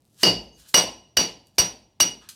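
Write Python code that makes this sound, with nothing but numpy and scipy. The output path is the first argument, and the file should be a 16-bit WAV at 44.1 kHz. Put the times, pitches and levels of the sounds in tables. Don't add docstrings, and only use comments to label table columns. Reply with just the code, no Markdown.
import sys
import numpy as np
from scipy import signal
from scipy.fft import rfft, irfft
from scipy.io import wavfile
from scipy.ndimage import uniform_filter1d

SR = 44100
rng = np.random.default_rng(int(sys.argv[2]) if len(sys.argv) > 2 else 0)


def voltage_ratio(level):
    return 10 ** (np.asarray(level, float) / 20)


def generate_wav(signal):
    frames = np.transpose(np.atleast_2d(signal))
    scaled = np.clip(frames, -1, 1) * 32767
    pcm = np.round(scaled).astype(np.int16)
    wavfile.write(sys.argv[1], SR, pcm)


N = 103635


def rms_one(x):
    return x / np.sqrt(np.mean(x ** 2) + 1e-20)


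def at_hz(points, hz):
    curve_hz, values = np.array(points).T
    return np.interp(np.log(hz), np.log(curve_hz), values)


def shape(x, db_of_hz):
    hz = np.maximum(np.fft.rfftfreq(x.shape[-1], 1 / SR), 1)
    return irfft(rfft(x) * voltage_ratio(db_of_hz(hz)), x.shape[-1])


def burst(t, rise_s, t60_s):
    swell = np.exp(np.minimum(t, 0) * 3 / rise_s)
    return np.where(t < 0, swell, voltage_ratio(-60 * np.maximum(t, 0) / t60_s))


def even(x, db_of_hz):
    click = shape(np.arange(len(x)) == SR // 100, db_of_hz)
    return click * np.sqrt(np.sum(x ** 2) / np.sum(click ** 2))


def echo():
    # (frequency [Hz], t60 [s])
    room = [(60, 1), (160, 0.47), (420, 0.33), (900, 0.37), (1300, 0.23), (2900, 0.29), (7700, 0.24),
            (16000, 0.17)]
    build_s, late_db, late_stretch = 0.0022, -25, 2.24
    edges_hz = 22 * 2 ** np.arange(0, 9.7, .4)
    t = np.arange(SR * 3 // 4) / SR
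    spectrum, hz = rfft(rng.standard_normal(len(t))), np.fft.rfftfreq(len(t), 1 / SR)
    reply = np.zeros(len(t))
    for low_hz, high_hz in zip(edges_hz, edges_hz[1:]):
        band = irfft(spectrum * ((hz >= low_hz) & (hz < high_hz)), len(t))
        t60s = t / at_hz(room, np.sqrt(low_hz * high_hz))
        reply += band * (voltage_ratio(-60 * t60s) + voltage_ratio(late_db - 60 * t60s / late_stretch))
    reply *= 1 - np.exp(-t / build_s)
    return reply / np.sqrt(np.sum(reply ** 2))


def noise_floor():
    # (frequency [Hz], level [dB])
    floor_colour = [(20, -26), (55, -3), (115, 3.5), (350, -8), (800, -16), (1500, -28), (4000, -26),
                    (16000, -41)]
    return voltage_ratio(-65) * rms_one(shape(rng.standard_normal(N), lambda f: at_hz(floor_colour, f)))


def squeaks():
    # (start [s], length [s], frequency [Hz], level [dB])
    chip = [
        (.472, .03, 6250, -61),
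        (.52, .02, 6300, -62),
        (.543, .03, 6270, -60),
        (.53, .04, 6540, -65),
    ]
    t = np.arange(N) / SR
    waver = 1 + 0.23 * rms_one(uniform_filter1d(rng.standard_normal(N), size=150))
    out = np.zeros(N)
    for start_s, length_s, hz, db in chip:
        swell = np.sin(np.pi * np.clip((t - start_s) / length_s, 0, 1))
        out += voltage_ratio(db) * swell * np.sin(2 * np.pi * hz * t)
    return waver * out


def grit(showers, grains_per_s):
    # (frequency [Hz], level [dB per Hz])
    grain_colour = [(530, -58), (900, -18.5), (1650, -7), (2190, -17), (2530, -6.5), (4120, -3), (8660, -5),
                    (14600, -11), (16500, -29.5)]
    spread_db = 3.0
    t, out = np.arange(N) / SR, np.zeros(N)
    for peak_s, rise_s, t60_s, db, tilt_db in showers:
        def colour(f):
            tilt = tilt_db * np.log2(np.clip(f, 900, 16000) / 4000)
            return at_hz(grain_colour, f) + tilt - 24 * np.maximum(0, np.log2(900 / f))

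        size = voltage_ratio(spread_db * np.minimum(rng.exponential(1, N), 5))
        grains = (rng.random(N) < grains_per_s / SR) * size * rng.choice([-1, 1], N)
        out += voltage_ratio(db) * burst(t - peak_s, rise_s, t60_s) * rms_one(shape(grains, colour))
    return out + voltage_ratio(-5) * signal.fftconvolve(out, echo())[:N]


def trickle():
    # (peak [s], rise [s], t60 [s], level [dB], tilt [dB per octave])
    sparse = [
        (.03, 0.14, 0.7, -68.5, 2.6),
        (.13, 0.056, 0.45, -68, 3),
        (1.47, .03, 0.11, -66.5, 3),
        (1.55, 0.018, 0.44, -70, 0.82),
        (2.207, 0.0023, 0.057, -66, 1.5),
    ]
    return grit(sparse, 300)


def grit_showers():
    # (peak [s], rise [s], t60 [s], level [dB], tilt [dB per octave])
    dense = [
        (.228, 0.056, .1, -37, -0.5),
        (.4, .04, 0.34, -66.5, 2.5),
        (.6, 0.072, .25, -53.5, -0.5),
        (.66, 0.056, 0.29, -57.5, -4.5),
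        (.692, 0.035, .15, -47.5, 3.5),
        (1.26, 0.011, .15, -58.5, -4),
        (2.225, 0.025, 0.32, -55, -8.5),
        (2.289, 0.0012, 0.072, -35, 0),
    ]
    return grit(dense, 6000)


def wall_booms(t, thud_db):
    # (frequency [Hz], swell [s], t60 [s])
    modes = [(56, .125, .6), (113, .05, .35), (177, .045, .25)]
    modes_db = [-42, -32.5, -23]
    out = np.zeros(len(t))
    for (hz, swell_s, t60_s), db in zip(modes, modes_db):
        tone = np.sin(2 * np.pi * hz * np.maximum(t, 0))
        out += voltage_ratio(db + 2 * thud_db) * burst(t - swell_s, swell_s, t60_s) * tone
    return out


def low_push(t, db):
    late_s, width_s = .012, .002
    return voltage_ratio(db) * np.exp(-((t - late_s) / width_s) ** 2)


def wall_thud(t, db, centre_hz):
    delay_s, rise_s, t60_s, width_octaves = 0.0045, .004, 0.02, 0.82

    def dull(f):
        return -6 * (np.log2(f / centre_hz) / width_octaves) ** 2

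    noise = rms_one(shape(rng.standard_normal(len(t)), dull))
    thud = voltage_ratio(-13 + db) * noise * burst(t - delay_s, rise_s, t60_s)
    return thud, even(thud, dull)


def contact_crack(t, db):
    # (frequency [Hz], level [dB per Hz])
    crack_colour = [(120, -39), (200, -10), (1180, -13), (2800, -8.5), (3250, -10.5), (5650, -6.5),
                    (7060, -18), (12100, -20.5), (16500, -28.5)]
    rise_s, t60_s = .0022, 0.027

    def sharp(f):
        return at_hz(crack_colour, f)

    noise = rms_one(shape(rng.standard_normal(len(t)), sharp))
    crack = voltage_ratio(-6 + db) * noise * burst(t, rise_s, t60_s)
    return crack, even(crack, sharp)


def steel_ring(t, family_db):
    modes_hz = [2885, 2755, 2345, 4592, 4700, 4937, 5270, 5782, 3530, 2915, 8200, 9360, 10530, 11900, 2900,
                4605, 5775]
    modes = [(-1.5, 0.11), (-21, .1), (-32.5, .1), (-3.5, 0.14), (-5, 0.082), (-10.5, .18), (-11.5, 0.12),
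             (-10, 0.17), (-28.5, 0.05), (-6.5, .12), (-21, .06), (-27, 0.1), (-30, 0.059), (-23, 0.047),
             (-35.5, 1), (-34, 1), (-38.5, 0.42)]
    families = [1, 1, 0, 4, 4, 2, 0, 3, 0, 1, 5, 5, 5, 5, 1, 4, 3]
    grip_detune, grip_db, t60_max_s, wobble, rise_s = .001, 1.0, .5, .3, .004
    after = np.maximum(t, 0)
    ring = np.zeros(len(t))
    for hz, (db, t60_s), family in zip(modes_hz, modes, families):
        louder, sharper, phase = rng.standard_normal(3)
        level_db = db + family_db[family] + grip_db * louder
        tone = np.sin(2 * np.pi * hz * (1 + grip_detune * sharper) * after + phase)
        ring += voltage_ratio(level_db - 60 * after / min(t60_s, t60_max_s)) * tone
    grip = 1 + wobble * rms_one(uniform_filter1d(rng.standard_normal(len(t)), size=500))
    return ring * burst(t - rise_s, rise_s, np.inf) * grip


def blows():
    strikes = [
        (0.233, 0, -2, 0.5, -6.5, -1.5),
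        (0.743, -5, -1, -27.5, 11.5, -1.5),
        (1.171, -4, -5.5, -44, 3.5, 0),
        (1.584, -8.5, -10, -16.5, 11, -2.5),
        (2.003, -8.5, 1.5, -23, 13, 1.5),
    ]
    contacts = [(0.5, 359, 0, -8, 1.5), (-1, 570, 6, 13.5, 2.5), (-3.5, 410, 5.5, 1.5, -3),
                (-1, 500, 5.5, 14.5, -2), (-2.5, 316, 8.5, 17, -4)]
    pushes_db = [-38, -34, -20, -18.5, -26.5]
    room_db, ring_echo_db = -2, -6
    t, out = np.arange(SR) / SR - .01, np.zeros(N + 2 * SR)
    for strike, contact, push_db in zip(strikes, contacts, pushes_db):
        time_s, db, *family_db = strike
        thud_db, thud_hz, crack_db, top_db, echo_db = contact
        ring = steel_ring(t, [0, *family_db, top_db])
        crack, crack_click = contact_crack(t, crack_db)
        thud, thud_click = wall_thud(t, thud_db, thud_hz)
        sent = voltage_ratio(ring_echo_db) * ring + (crack_click + thud_click) * (t > -.002)
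        heard = voltage_ratio(room_db + echo_db) * signal.fftconvolve(sent, echo())
        heard[:len(t)] += ring + crack + thud
        heard[:len(t)] += low_push(t, push_db - db) + wall_booms(t, thud_db)
        start = int((time_s - .01) * SR)
        out[start:start + len(heard)] += voltage_ratio(db) * heard
    return out[:N]


def microphone_pair(mid):
    # (frequency [Hz], side under mid [dB])
    side_colour = [(1000, -43.5), (4000, -43.5), (8000, -21.5), (14000, -7.5)]
    scatter = rng.standard_normal(3000) * np.exp(-np.arange(3000) / 600)
    scatter /= np.sqrt(np.sum(scatter ** 2))
    side = shape(signal.fftconvolve(mid, scatter)[:N], lambda f: at_hz(side_colour, f))
    return np.array([mid + side, mid - side])


def scene():
    return microphone_pair(noise_floor() + squeaks() + trickle() + grit_showers() + blows())


def limiter(x):
    limit_db, release_db_per_s, ahead_s = -3, 249.5, 0.0019
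    ramp = release_db_per_s * np.arange(N) / SR
    over_db = np.maximum(20 * np.log10(np.abs(x).max(axis=0) + 1e-9) - limit_db, 0)
    held_db = np.maximum.accumulate(over_db + ramp) - ramp
    ahead = max(int(ahead_s * SR), 1)
    early_db = np.concatenate([held_db[ahead // 2:], np.zeros(ahead // 2)])
    return np.tanh(x * voltage_ratio(-uniform_filter1d(early_db, size=ahead)))


def top_cut(x):
    return signal.sosfilt(signal.butter(12, 16810, fs=SR, output="sos"), x)


def record(dry):
    mic_high_pass = signal.butter(3, 50, "high", fs=SR, output="sos")
    mix = limiter(signal.sosfilt(mic_high_pass, dry))
    return top_cut(mix)


dry = scene()
out = record(dry)
generate_wav(out)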